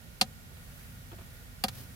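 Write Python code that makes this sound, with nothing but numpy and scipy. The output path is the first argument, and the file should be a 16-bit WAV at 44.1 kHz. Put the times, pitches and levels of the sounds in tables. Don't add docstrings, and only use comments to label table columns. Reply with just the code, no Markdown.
import sys
import numpy as np
from scipy import signal
from scipy.fft import rfft, irfft
from scipy.io import wavfile
from scipy.ndimage import uniform_filter1d

SR = 44100
rng = np.random.default_rng(int(sys.argv[2]) if len(sys.argv) > 2 else 0)


def wrap_up_sound(samples):
    columns = np.atleast_2d(samples).T
    tamed = np.clip(columns, -1, 1)
    steps = np.round(tamed * 32767).astype(np.int16)
    wavfile.write(sys.argv[1], SR, steps)


N = 85995


def amp(db):
    return 10 ** (np.asarray(db) / 20)


def evened(x):
    return x / np.sqrt(np.mean(abs(x) ** 2) + 1e-20)


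def read(points, hz):
    f, value = np.transpose(points)
    return np.interp(np.log(hz + 1), np.log(f + 1), value)


def spectrum(points):
    return lambda hz: read(points, hz)


def add(mix, s, sound):
    part = mix[:, round(s * SR):][:, :sound.shape[1]]
    part += sound[:, :part.shape[1]]


def sides(db):
    return amp(np.array([[.5], [-.5]]) * db)


def noise(colour, size, likeness=0, pan_db=0):
    hz = np.fft.rfftfreq(size, 1 / SR)
    a, b = rfft(rng.standard_normal((2, size)))
    c = np.clip(likeness, -1, 1)
    pair = np.array([a, c * a + np.sqrt(1 - c ** 2) * b])
    return evened(irfft(pair * amp(colour(hz)) * sides(pan_db), size))


def strike(t, rise, t60):
    shape = (1 - np.exp(-t / rise)) ** 2 * amp(-60 * t / t60)
    return shape / shape.max()


def mode(t, hz, db, t60, rise, pan_db, lead, phase=0):
    angle = 2 * np.pi * hz * t + phase + np.array([[.5], [-.5]]) * lead
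    return amp(db) * sides(pan_db) * strike(t, rise, t60) * np.sin(angle)


def click(knock_db, ring_db, crack_db, mid_db, top_db):
    crack_base_db = -36.5
    t = np.arange(SR // 4) / SR
    snap = amp(crack_base_db + crack_db) * crack(t, mid_db, top_db)
    return snap + amp(ring_db) * panel_ring(t) + amp(knock_db) * case_knock(t)


def crack(t, mid_db, top_db):
    # f/Hz, spectral level/dB per Hz, relative
    plastic = [(30, -50), (100, -42), (300, -1), (600, -7.5), (1200, 3), (2100, -1.5), (3000, 3.5),
               (4600, 4), (5700, -1), (8000, -1.5), (11000, -1), (14000, -4), (16000, -11)]
    # f/Hz, left-right level/dB
    balance = [(300, -6), (1500, 3.5), (2500, 5), (4500, -2.5), (6300, 0), (9000, -3.5), (12000, -8.5),
               (15000, 9)]
    # f/Hz, left-right correlation
    coherence = [(300, 0.98), (900, -0.068), (1800, 0.39), (3000, -0.54), (4500, 1), (8000, 0.027),
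                 (14000, -0.007)]
    rise_s, smooth_hz = .00027, 500
    # level/dB, t60/s
    decays = [(-6.5, .0033), (0, .048), (-27, .1)]

    hz = np.fft.rfftfreq(len(t), 1 / SR)
    fade = sum(amp(db) * strike(t, rise_s, t60) for db, t60 in decays)
    burst = rfft(fade * noise(np.zeros_like, len(t), likeness=read(coherence, hz)))
    burst = burst / np.sqrt(uniform_filter1d(abs(burst) ** 2, round(smooth_hz / hz[1])))
    tilt = [(1290, mid_db), (4000, 0), (8500, 0), (15000, top_db)]  # f/Hz, level/dB
    colour_db = read(plastic, hz) + read(tilt, hz)
    coloured = irfft(burst * amp(colour_db) * sides(read(balance, hz)), len(t))
    return evened(coloured) * (t < t[-1] / 2)


def panel_ring(t):
    # f/Hz, level/dB before the click's ring gain, left-right level/dB, left phase lead/rad
    panel = [(1860, -30, -5, 2.6), (2390, -34, 6, -1.5), (2620, -29, 2, -2.2), (2800, -29, 0, -.5),
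             (3290, -28, -3, -2.6), (3490, -30, -4, -1), (4134, -25, -9, -.7), (4473, -23.5, 3, -.5),
             (4660, -28, -9, -.2), (4910, -27, -7, -1.6), (5103, -32, 0, -.6)]
    rise_s, t60_s = .00061, .04
    ring = 0
    for f, db, pan_db, lead in panel:
        ring = ring + mode(t, f, db, t60_s, rise_s, pan_db, lead, rng.uniform(0, 2 * np.pi))
    return ring


def case_knock(t):
    # f/Hz, level/dB before the click's knock gain, t60/s, build-up/s, left phase lead/rad
    case = [(131.6, -42.5, .16, 0.0071, 0), (207.3, -30, 0.061, 0.0145, -.1),
            (226.2, -37, 0.13, 0.0074, 0.24), (397.5, -42, 0.0393, 0.0097, 0.21),
            (538, -33, 0.04, 0.017, 0.45), (743.7, -25.5, 0.033, 0.035, 0.88),
            (769, -29, 0.06, 0.0052, 0.51), (982, -41, 0.037, 0.012, 0.95),
            (1252, -35, 0.065, 0.00083, 1.42)]
    return sum(mode(t, f, db, t60, rise, 0, lead) for f, db, t60, rise, lead in case)


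def bump(thud_db, tick_db):
    # f/Hz, level/dB before the thud gain, t60/s
    thud_modes = [(353.5, 1.5, 0.054), (580, -29, 0.052), (670, -6.5, 0.1), (902, -10.5, 0.057)]
    # f/Hz, spectral level/dB per Hz, relative
    dull = [(100, -13), (350, 9), (900, 3), (1300, -15), (16000, -45)]
    # f/Hz, spectral level/dB per Hz, relative
    tick_colour = [(200, -10), (900, -2), (1350, 4.5), (1800, -6.5), (2500, -4), (3300, -5.5), (5000, -22),
                   (16000, -27)]
    thud_rise_s, thud_t60_s, thud_noise_db = .002, .08, -5
    tick_rise_s, tick_t60_s = .0015, .06

    t = np.arange(SR // 4) / SR
    thud = sum(mode(t, f, db, t60, thud_rise_s, 0, 0) for f, db, t60 in thud_modes)
    rustle = strike(t, thud_rise_s, thud_t60_s) * noise(spectrum(dull), len(t), likeness=.91)
    thud = thud + amp(thud_noise_db) * rustle
    tick = strike(t, tick_rise_s, tick_t60_s) * noise(spectrum(tick_colour), len(t), likeness=.17)
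    return amp(thud_db) * thud + amp(tick_db) * tick


def slide():
    # f/Hz, spectral level/dB per Hz, relative
    friction = [(200, 7), (1000, -5), (3000, -4), (5000, -3), (8000, -8), (12000, -2.5), (16000, -3)]
    centre_s, width_s, level_db = 1.79, .042, -48
    grain_db, grain_s = 2, .0071

    t = np.arange(N) / SR
    swell = np.exp(-.5 * ((t - centre_s) / width_s) ** 2)
    grain = np.interp(t / grain_s, np.arange(N), rng.standard_normal(N))
    return amp(level_db + grain_db * grain) * swell * noise(spectrum(friction), N, likeness=.18)


def hum():
    # f/Hz, rms level/dB before waver and level curve
    tones = [(98.5, -58.5), (123.6, -60.5), (250, -71.5)]
    # t/s, gain/dB
    level_curve = [(0, -7), (.8, 2.5), (.97, 3.5), (1.25, 3), (1.6, -2.5), (1.75, 6.5), (1.95, 5)]
    waver_depth, waver_hz = .28, 4

    t, hz = np.arange(N) / SR, np.fft.fftfreq(N, 1 / SR)
    out = np.zeros((2, N))
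    for f, db in tones:
        slow = np.fft.fft(rng.standard_normal(N)) * np.exp(-(hz / waver_hz) ** 2)
        waver = 1 + waver_depth * evened(np.fft.ifft(slow).real)
        out += amp(db) * np.sqrt(2) * waver * np.sin(2 * np.pi * (f * t + rng.random()))
    return out * amp(np.interp(t, *np.transpose(level_curve)))


def whirs():
    # f/Hz, width/Hz, level/dB
    bands = [(477, 9.6, -77.5), (1436, 34, -69), (1872, 31, -70), (2237, 90, -74.5), (11700, 360, -95),
             (14700, 200, -71)]
    out = np.zeros((2, N))
    for f, width, db in bands:
        def peak(hz):
            return -20 * np.log10(1 + ((hz - f) / width) ** 2)
        out += amp(db) * noise(peak, N, likeness=.29)
    return out


def rumble():
    # f/Hz, spectral level/dB per Hz, relative
    room = [(20, -20), (30, -13), (39, 4.5), (55, 0), (80, 2), (115, -5.5), (150, -0.5), (190, -6),
            (255, -11), (295, -20), (400, -21), (500, -17.5), (1000, -23), (1500, -22), (2000, -23.5),
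            (3000, -24), (6000, -28), (9500, -29), (11800, -24.5), (16000, -35)]
    # f/Hz, left-right correlation
    coherence = [(60, 0.96), (150, 0.34), (380, 0.74), (950, -0.32), (2380, -0.36), (5980, 0.041),
                 (15000, -0.16)]
    level_db, pan_db = -49, -2.8
    same = read(coherence, np.fft.rfftfreq(N, 1 / SR))
    return amp(level_db) * noise(spectrum(room), N, likeness=same, pan_db=pan_db)


def hiss():
    # f/Hz, spectral level/dB per Hz, relative
    hiss_colour = [(300, -42), (1500, 1), (3000, -8), (5500, -10.5), (8500, -10), (11500, -4.5),
                   (16000, -8)]
    # t/s, level/dB
    hiss_curve = [(0, -78), (.45, -77), (.58, -61), (.82, -55.5), (1.0, -61), (1.2, -62.5), (1.36, -58.5),
                  (1.55, -64.5), (1.95, -57.5)]
    level_db = np.interp(np.arange(N) / SR, *np.transpose(hiss_curve))
    return amp(level_db) * noise(spectrum(hiss_colour), N, likeness=.11)


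def scene():
    # t/s, knock gain/dB, ring gain/dB, crack gain/dB, crack midrange/dB, crack top treble/dB
    clicks = [(.2120, -1.5, 0.5, 0.5, -1, -9), (1.638, -1.5, -5, -5, 6, 3.5),
              (1.6829, -26.5, -20, -13.5, 3, -6)]
    # t/s, thud gain/dB, tick level/dB
    bumps = [(.51, -56, -62), (0.566, -67, -57), (1.115, -53, -49), (1.127, -48.5, -53), (1.184, -53, -53),
             (1.208, -56, -55)]
    mix = slide() + hum() + whirs() + rumble() + hiss()
    for s, *row in clicks:
        add(mix, s, click(*row))
    for s, *row in bumps:
        add(mix, s, bump(*row))
    return mix


def record(dry):
    edge_hz = 16100
    low_pass = signal.firwin(255, edge_hz, window=("kaiser", 9), fs=SR)
    return signal.oaconvolve(dry, low_pass[None], "same")


dry = scene()
out = record(dry)
wrap_up_sound(out)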